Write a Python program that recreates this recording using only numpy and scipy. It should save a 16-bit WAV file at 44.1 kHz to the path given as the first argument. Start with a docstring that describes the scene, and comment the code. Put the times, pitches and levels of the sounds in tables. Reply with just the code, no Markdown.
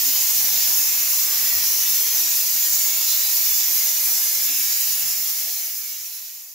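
"""A smooth bright hiss: a hand-held pressure sprayer in a small tiled shower stall, close to two ports.
The jet is coloured noise; delayed copies of it, the tile echoes, comb it, and sway with the hand.
Foam adds a low wash, and the nozzle whistles faintly as narrow gliding noise.
The stall hums as noise rings its low modes, and the grip bumps once as decaying sines and low noise.
The whole sound fades toward the end."""
import sys
import numpy as np
from scipy import signal
from scipy.fft import rfft, irfft
from scipy.io import wavfile

SR = 44100
rng = np.random.default_rng(int(sys.argv[2]) if len(sys.argv) > 2 else 0)


def unload_wav(signal):
    """Save mono or channel-first audio to the path in sys.argv[1] as 16-bit WAV at rate SR, clipped to [-1, 1]."""
    wavfile.write(
        sys.argv[1],
        SR,
        np.round(np.clip(np.atleast_2d(signal).T, -1, 1) * 32767).astype(np.int16),
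    )


N = 288400  # length in samples
SPEED_OF_SOUND = 343  # m/s
OPPOSITE = np.array([[1], [-1]])  # signs of a difference between left and right


def from_db(db):
    """Amplitude ratio of a level: 20 dB per factor of ten."""
    return 10 ** (np.asarray(db) / 20)


def rms_one(x):
    """Normalisation to unit root-mean-square amplitude, over all channels together."""
    return x / np.sqrt(np.mean(x ** 2) + 1e-20)


def in_time(rows):
    """Linear interpolation of each column against the first, time in seconds."""
    s, *columns = np.transpose(rows)
    return [np.interp(np.arange(N) / SR, s, column) for column in columns]


def at_hz(points):
    """Interpolation of a (Hz, dB) table on logarithmic frequency, at every FFT bin."""
    hz = np.maximum(np.arange(N // 2 + 1) * SR / N, 1)
    table_hz, table_db = np.transpose(points)
    return np.interp(np.log(hz), np.log(table_hz), table_db)


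def coloured(x, db):
    """Linear filtering by multiplication in the frequency domain, without phase shift."""
    return irfft(rfft(x) * from_db(db), N)


def drift(corner_hz):
    """Slow random fluctuation: white noise through two equal one-pole low-passes, unit rms."""
    step, run_in = 40, 4000  # samples per coarse point; coarse points dropped while the filter settles
    pole = np.exp(-2 * np.pi * corner_hz * step / SR)
    coarse = rng.standard_normal(N // step + run_in + 2)
    slow = signal.lfilter([1], [1, -2 * pole, pole * pole], coarse)[run_in:]
    return np.interp(np.arange(N) / step, np.arange(len(slow)), rms_one(slow))


def resonate(x, hz, width_hz):
    """Damped resonance: a conjugate pole pair whose radius sets the bandwidth."""
    radius = np.exp(-np.pi * width_hz / SR)
    poles = [1, -2 * radius * np.cos(2 * np.pi * hz / SR), radius * radius]
    return signal.lfilter([1, 0, -1], poles, x)


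def jet_hiss(air, level_db, pan_db):
    """Turbulent jet noise: broadband noise shaped to the nozzle spectrum and panned by level."""
    # Nozzle hiss as the ports colour it. Each row: frequency in Hz, relative density in dB per Hz.
    nozzle_spectrum = [(760, -55), (1300, -26), (2100, -12.5), (2850, -11.5), (3230, -13.5), (3650, -10),
                       (4530, -6.5), (5750, -1), (6450, -2), (7150, 0), (7850, -10), (9300, -9),
                       (10900, -5.5), (11700, -.5), (14300, -1), (14900, 1.5), (16000, 2.5)]
    jet = sputter(rms_one(coloured(air, at_hz(nozzle_spectrum))))
    return jet * from_db(level_db + pan_db / 2 * OPPOSITE)


def sputter(jet):
    """Amplitude modulation by band: each range of the hiss flutters, partly together."""
    # Borders between the ranges. Each entry: frequency in Hz.
    borders_hz = [2920, 4750, 8450, 13200]
    flutter_db, flutter_hz, shared_part = 1.07, 14, 0.11
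    shared = shared_part * drift(flutter_hz)
    out = 0
    for hz in borders_hz:
        low = signal.sosfiltfilt(signal.butter(2, hz, fs=SR, output="sos"), jet)
        out = out + low * from_db(flutter_db * (shared + drift(flutter_hz)))
        jet = jet - low
    # the range above the last border has half the flutter of its own
    return out + jet * from_db(flutter_db * (shared + 0.5 * drift(flutter_hz)))


def among_tiles(count=14):
    """Comb filtering: direct white noise meets delayed echoes whose path lengths sway with the hand."""
    first_s, last_s = .0015, .03  # echo delays before the sway
    start_db, t60_s = -12, 0.37  # echo level extrapolated to zero delay; time to fall by 60 dB
    port_gap_m, sway_m, sway_hz = .14, 0.0793, 0.2994
    lead, fine = SR // 10, 4  # samples of noise ahead of the start; oversampling for fine delays
    source = signal.resample(rng.standard_normal(N + lead), fine * (N + lead))
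    now = np.arange(N) + lead
    out = np.tile(source[fine * now], (2, 1))
    sway = [drift(sway_hz) for axis in range(3)]
    for lag_s in np.geomspace(first_s, last_s, count):
        direction = rng.normal(0, 1, 3)  # how far each axis of sway lengthens this path
        side = rng.uniform(-1, 1)  # arrival from the left (-1) to the right (1)
        path_change_m = sway_m * sum(a * s for a, s in zip(direction, sway))
        lag = lag_s + path_change_m / SPEED_OF_SOUND
        gain = from_db(start_db - 60 * lag_s / t60_s)
        for ch, sign in enumerate((1, -1)):
            late = sign * side * port_gap_m / SPEED_OF_SOUND / 2
            at = np.clip(fine * (now - (lag + late) * SR), 0, len(source) - 1)
            out[ch] += gain * source[at.astype(int)]
    return rms_one(out)


def scattered():
    """Diffuse field: two noises whose coherence is set by the ratio of difference to sum."""
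    # Difference (side) relative to sum (mid). Each row: frequency in Hz, side level in dB.
    side_re_mid = [(60, -21), (200, -38), (450, -6.5), (800, -10), (1250, -0.5), (2000, -4), (5000, 5),
                   (15000, -6.5)]
    mid, side = rng.standard_normal((2, N))
    side = coloured(side, at_hz(side_re_mid))
    return np.array([mid + side, mid - side])


def foam_wash(echoed, wash_db):
    """Splash noise from an extended source: foam lands over a wide patch, so its echoes blur."""
    # Foam on the tiles and room air. Each row: frequency in Hz, relative density in dB per Hz.
    foam_spectrum = [(15, -43), (25, -19), (60, -11), (110, -11), (190, -11), (330, -7), (480, -3.5),
                     (670, 1), (1000, 3), (1350, -4), (1950, -4), (3300, -48)]
    echo_db = -3  # factor on the echoed noise in the mix
    spread = scattered() + from_db(echo_db) * echoed
    waver_db = 1.0 * drift(7.6)
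    return rms_one(coloured(spread, at_hz(foam_spectrum))) * from_db(wash_db + waver_db)


def swells(air):
    """Time-varying filtering: bands swell or thin out for a moment, some gliding, amid random patches."""
    # Bands. Each row: centre time in seconds, length in seconds, frequency in Hz, glide in Hz per
    # second, width in Hz, gain in dB.
    bands = [(0.4, 0.21, 5900, -400, 250, 2.5), (0.5, 0.43, 720, 0.1, 200, 4.5),
             (0.95, 0.36, 8100, 0.1, 300, -11), (1.106, 0.13, 3530, -900, 250, -3),
             (1.3, 0.74, 1190, 0.1, 200, 4), (1.4, .5, 13600, -500, 350, -1),
             (1.58, 0.25, 1900, 0.1, 150, 5.5), (1.85, 0.86, 7100, -900, 300, -5),
             (2.1, 0.25, 430, 0.1, 60, 4), (2.1, .6, 570, 0.1, 90, 3), (4.9, 1.0, 525, 0.1, 80, 2),
             (0.3, 1.2, 209, 0.1, 60, 5), (2.05, 0.37, 8200, 400, 200, -10), (2.7, .5, 6960, 601, 300, 2.5),
             (3.128, 0.071, 3870, 0.1, 900, 3.5), (6.2, .35, 3520, 0.1, 2500, 1),
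             (3.2, .6, 6900, 3000, 400, -1), (3.4, 0.36, 4600, 600, 250, 4),
             (3.593, 0.74, 11850, 100, 350, 4.5), (4.105, 0.21, 6730, 0.1, 300, -8),
             (4.6, 1.5, 990, 0.1, 200, -3), (5.123, 0.18, 8600, 0.1, 250, -10),
             (5.142, 0.16, 5170, 0.1, 250, 3), (5.3, .9, 14600, 0.1, 400, 2),
             (5.5, 1.4, 10000, 300, 400, 4), (5.5, 0.39, 5100, -300, 200, 2), (5.55, .3, 700, 5, 200, 6.5),
             (5.852, 0.53, 2300, -200, 180, 4.5), (5.9, 0.63, 1000, 0.1, 250, -4),
             (5.92, 0.23, 11050, 0.1, 300, -6), (6.45, 0.22, 4950, 500, 250, 3)]
    # Depth of the small random patches. Each row: frequency in Hz, rms gain in dB.
    patch_depth = [(1800, 0.66), (3000, 2), (5500, 1.2), (8200, 2.5), (11000, 1.15)]
    patch_hz, patch_s = 109, .1  # two standard deviations of the smoothing bells
    hz, s, spectrum = signal.stft(air, SR, nperseg=1024)
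    patch = rng.standard_normal(spectrum.shape[1:])
    for axis, width in enumerate((patch_hz / hz[1], patch_s / (s[1] - s[0]))):
        bell = np.exp(-2 * (np.arange(-30, 31) / width) ** 2)
        patch = signal.fftconvolve(patch, np.expand_dims(bell, 1 - axis), "same")
    gain_db = rms_one(patch) * np.interp(hz, *np.transpose(patch_depth))[:, None]
    for at, length, centre, glide, width, db in bands:
        off_hz = hz[:, None] - centre - glide * (s - at)
        in_moment = 8 * ((s - at) / length) ** 4
        in_band = 2 * (off_hz / width) ** 2
        gain_db = gain_db + db * np.exp(-in_moment - in_band)
    return signal.istft(spectrum * from_db(gain_db), SR, nperseg=1024)[1][:, :N]


def whistles():
    """Frequency translation: slow complex noise turns a gliding carrier into a faint nozzle whistle."""
    # Whistles. Each row: centre time in seconds, length in seconds, frequency in Hz, glide in Hz per
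    # second, width in Hz, level in dB ahead of the ports' colour.
    whistle_rows = [(1.71, .3, 5730, 500, 240, -32), (2.0, .52, 6125, 60, 100, -32.5),
                    (2.25, .16, 5680, .1, 180, -33.5), (3.125, .09, 4080, .1, 250, -34.5),
                    (3.26, .14, 3950, -300, 200, -37)]
    side_gain = .4  # difference between the ports relative to their sum
    out, t = np.zeros((2, N)), np.arange(N) / SR
    for at, length, hz, glide, width_hz, db in whistle_rows:
        low_pass = signal.butter(4, width_hz / 2, fs=SR, output="sos")
        slow = signal.sosfilt(low_pass, rng.standard_normal((4, N)))
        mid, side = slow[:2] + 1j * slow[2:]
        carrier = np.exp(2j * np.pi * (hz * t + glide * (t - at) ** 2 / 2))
        band = rms_one(((mid + side_gain * side * OPPOSITE) * carrier).real)
        out += band * from_db(db) * np.exp(-8 * ((t - at) / length) ** 4)
    return out


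def ports(x):
    """Sum-and-difference stereo: the port pair has its own side gain and left-right colour."""
    # Gain of the difference signal. Each row: frequency in Hz, gain in dB.
    side_gain = [(450, 0), (1200, 2), (1700, 2), (2200, -4), (2900, 2), (3600, -2), (6000, 0), (7300, 1),
                 (8300, -3), (11000, 1.5), (15000, 2)]
    # The ports differ in colour. Each row: frequency in Hz, left minus right in dB.
    left_right = [(200, -0.5), (500, 3.5), (1200, 0), (3300, 5.5), (5500, 1.5), (9000, 3.5), (15000, 4)]
    mid = (x[0] + x[1]) / 2
    side = coloured((x[0] - x[1]) / 2, at_hz(side_gain))
    half_db = at_hz(left_right) / 2
    return np.array([coloured(mid + side, half_db), coloured(mid - side, -half_db)])


def bump():
    """Impulse response of a body: a grip knock as decaying sines, then a tail of loose low noise."""
    # Knock by mode. Each row: start in seconds, amplitude in dB ahead of onset and decay,
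    # frequency in Hz, time to fall by 60 dB in seconds.
    knock_modes = [(1.555, -43, 62, .16), (1.555, -51, 90, .35)]
    rattle_db, rattle_hz, rattle_t60_s = -50, 80, .45
    out = np.zeros(N)
    for s, db, hz, t60 in knock_modes:
        t = np.maximum(np.arange(N) / SR - s, 0)
        onset = 1 - np.exp(-t / 0.0032)
        out -= from_db(db - 60 * t / t60) * np.sin(2 * np.pi * hz * t) * onset
    t = np.maximum(np.arange(N) / SR - knock_modes[0][0], 0)
    loose = resonate(rng.standard_normal(N), rattle_hz, rattle_hz)
    loose = rms_one(resonate(loose, rattle_hz, rattle_hz))
    onset = 1 - np.exp(-t / .01)
    return out + loose * from_db(rattle_db - 60 * t / rattle_t60_s) * onset


def evened(x):
    """Envelope compression: narrow noise divided by a power of its Hilbert envelope."""
    evenness = 0.55  # 0 = plain ringing noise; near 1 the envelope is almost flat
    envelope = np.abs(signal.hilbert(x.mean(axis=0)))
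    return rms_one(x / (envelope + 0.11) ** evenness)


def stall_modes(wash_db):
    """Room resonance: noise rings the air modes of the stall; three have wavering level curves."""
    # Air modes. Each row: frequency in Hz, width in Hz of the first of two resonators,
    # level in dB relative to the wash (used for the weak modes only).
    air_modes = [(61.2, 8, 0), (90, 6.9, -39), (137.7, 15, 0), (209, 17, -26.5), (267.6, 9.6, 0),
                 (318, 12, -35), (398.6, 33, -17)]
    # The hum wavers. Each row: time in seconds, level of the third air mode in dB,
    # level of the fifth in dB.
    strong_levels = [(0.0, -60, -57), (0.09, -63.5, -48), (0.27, -65, -71), (0.4, -58, -53),
                     (0.54, -58, -61), (0.63, -67, -62), (0.73, -58, -70), (0.8, -61, -52), (0.9, -64, -73),
                     (1.0, -64, -58), (1.1, -69, -77), (1.18, -58, -70), (1.28, -70, -59), (1.44, -57, -55),
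                     (1.55, -59, -68), (1.63, -66, -67), (1.7, -56, -63), (1.88, -74, -72),
                     (2.0, -65, -59.5), (2.13, -67, -72), (2.31, -72, -54), (2.45, -81, -82),
                     (2.65, -70, -60), (2.79, -72, -80), (2.9, -65, -53), (3.04, -73, -74),
                     (3.25, -65, -64), (3.45, -73, -65), (3.72, -72, -63), (3.9, -78, -70.5),
                     (4.05, -63, -60.5), (4.17, -79, -67), (4.38, -67, -60), (4.52, -67.5, -53),
                     (4.7, -70, -63), (4.9, -78, -71), (5.06, -53.5, -60), (5.25, -71, -69),
                     (5.38, -67, -54), (5.62, -73, -75), (5.95, -71, -61), (6.15, -66, -64),
                     (6.33, -76, -73.5), (6.54, -70, -53)]
    # The lowest mode. Each row: time in seconds, level in dB.
    lowest_level = [(0, -72), (.5, -69), (1.0, -73), (1.4, -68), (2.1, -73), (2.3, -79), (2.5, -72),
                    (2.95, -70), (3.3, -73), (3.8, -76), (4.4, -80), (4.65, -71), (5.1, -69), (5.4, -75),
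                    (5.75, -71), (6.1, -73), (6.54, -71)]
    side_db, waver_db, waver_hz = -21, 2.5, 1.2  # port difference re sum; waver of each weak mode
    rings = []
    for hz, width, db in air_modes:
        mid, side = rng.standard_normal((2, N))
        drive = mid + from_db(side_db) * side * OPPOSITE
        ring = resonate(resonate(drive, hz, width), hz, 2 * width)
        rings.append(rms_one(ring) * from_db(db))
    weak = sum(rings[k] * from_db(waver_db * drift(waver_hz)) for k in (1, 3, 5, 6))
    levels = in_time(strong_levels) + in_time(lowest_level)
    strong = [evened(rms_one(rings[k])) * from_db(db) for k, db in zip((2, 4, 0), levels)]
    return weak * from_db(wash_db) + sum(strong)


def scene():
    """Superposition: jet and wash share the echoed noise; whistles, modes and knock are added."""
    # The spray ahead of swells and ports. Each row: time in seconds, jet level in dB,
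    # wash level relative to the jet in dB, left minus right of the jet in dB.
    spray = [(0.0, -14.5, -32.5, -4), (0.38, -14.5, -32, -4), (2.24, -15, -32, -3.5),
             (3.75, -15.5, -32.5, -5), (4.06, -15, -31.5, -4), (4.7, -16, -33.5, -4),
             (5.1, -15.5, -32, -4.5), (5.5, -15.5, -33, -3.5), (6.0, -15.5, -32, -4.5),
             (6.54, -16, -30.5, -3.5)]
    # Scattered sound added to the echoed noise. Each row: frequency in Hz, gain in dB.
    scatter_gain = [(800, -19), (1600, -6.5), (3000, -8), (8000, -15.5), (13000, -8)]
    level_db, wash_re_jet_db, pan_db = in_time(spray)
    wash_db = level_db + wash_re_jet_db
    echoed = among_tiles()
    air = echoed + coloured(scattered(), at_hz(scatter_gain))
    jet = jet_hiss(air, level_db, pan_db)
    wash = foam_wash(echoed, wash_db)
    return ports(swells(jet + wash) + whistles()) + stall_modes(wash_db) + bump()


def record(dry):
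    """Gain envelope and band limit: a sagging fade, then a steep elliptic low-pass."""
    start_s, end_s, power = 4.75, 6.97, 1.43  # the fade would reach silence after the sound ends
    cutoff_hz = 15725
    remaining = np.clip((end_s - np.arange(N) / SR) / (end_s - start_s), 0, 1)
    # 0.3 dB of ripple below the cutoff, 75 dB of rejection above
    low_pass = signal.ellip(14, .3, 75, cutoff_hz, fs=SR, output="sos")
    return signal.sosfilt(low_pass, remaining ** power * dry)


dry = scene()
out = record(dry)
unload_wav(out)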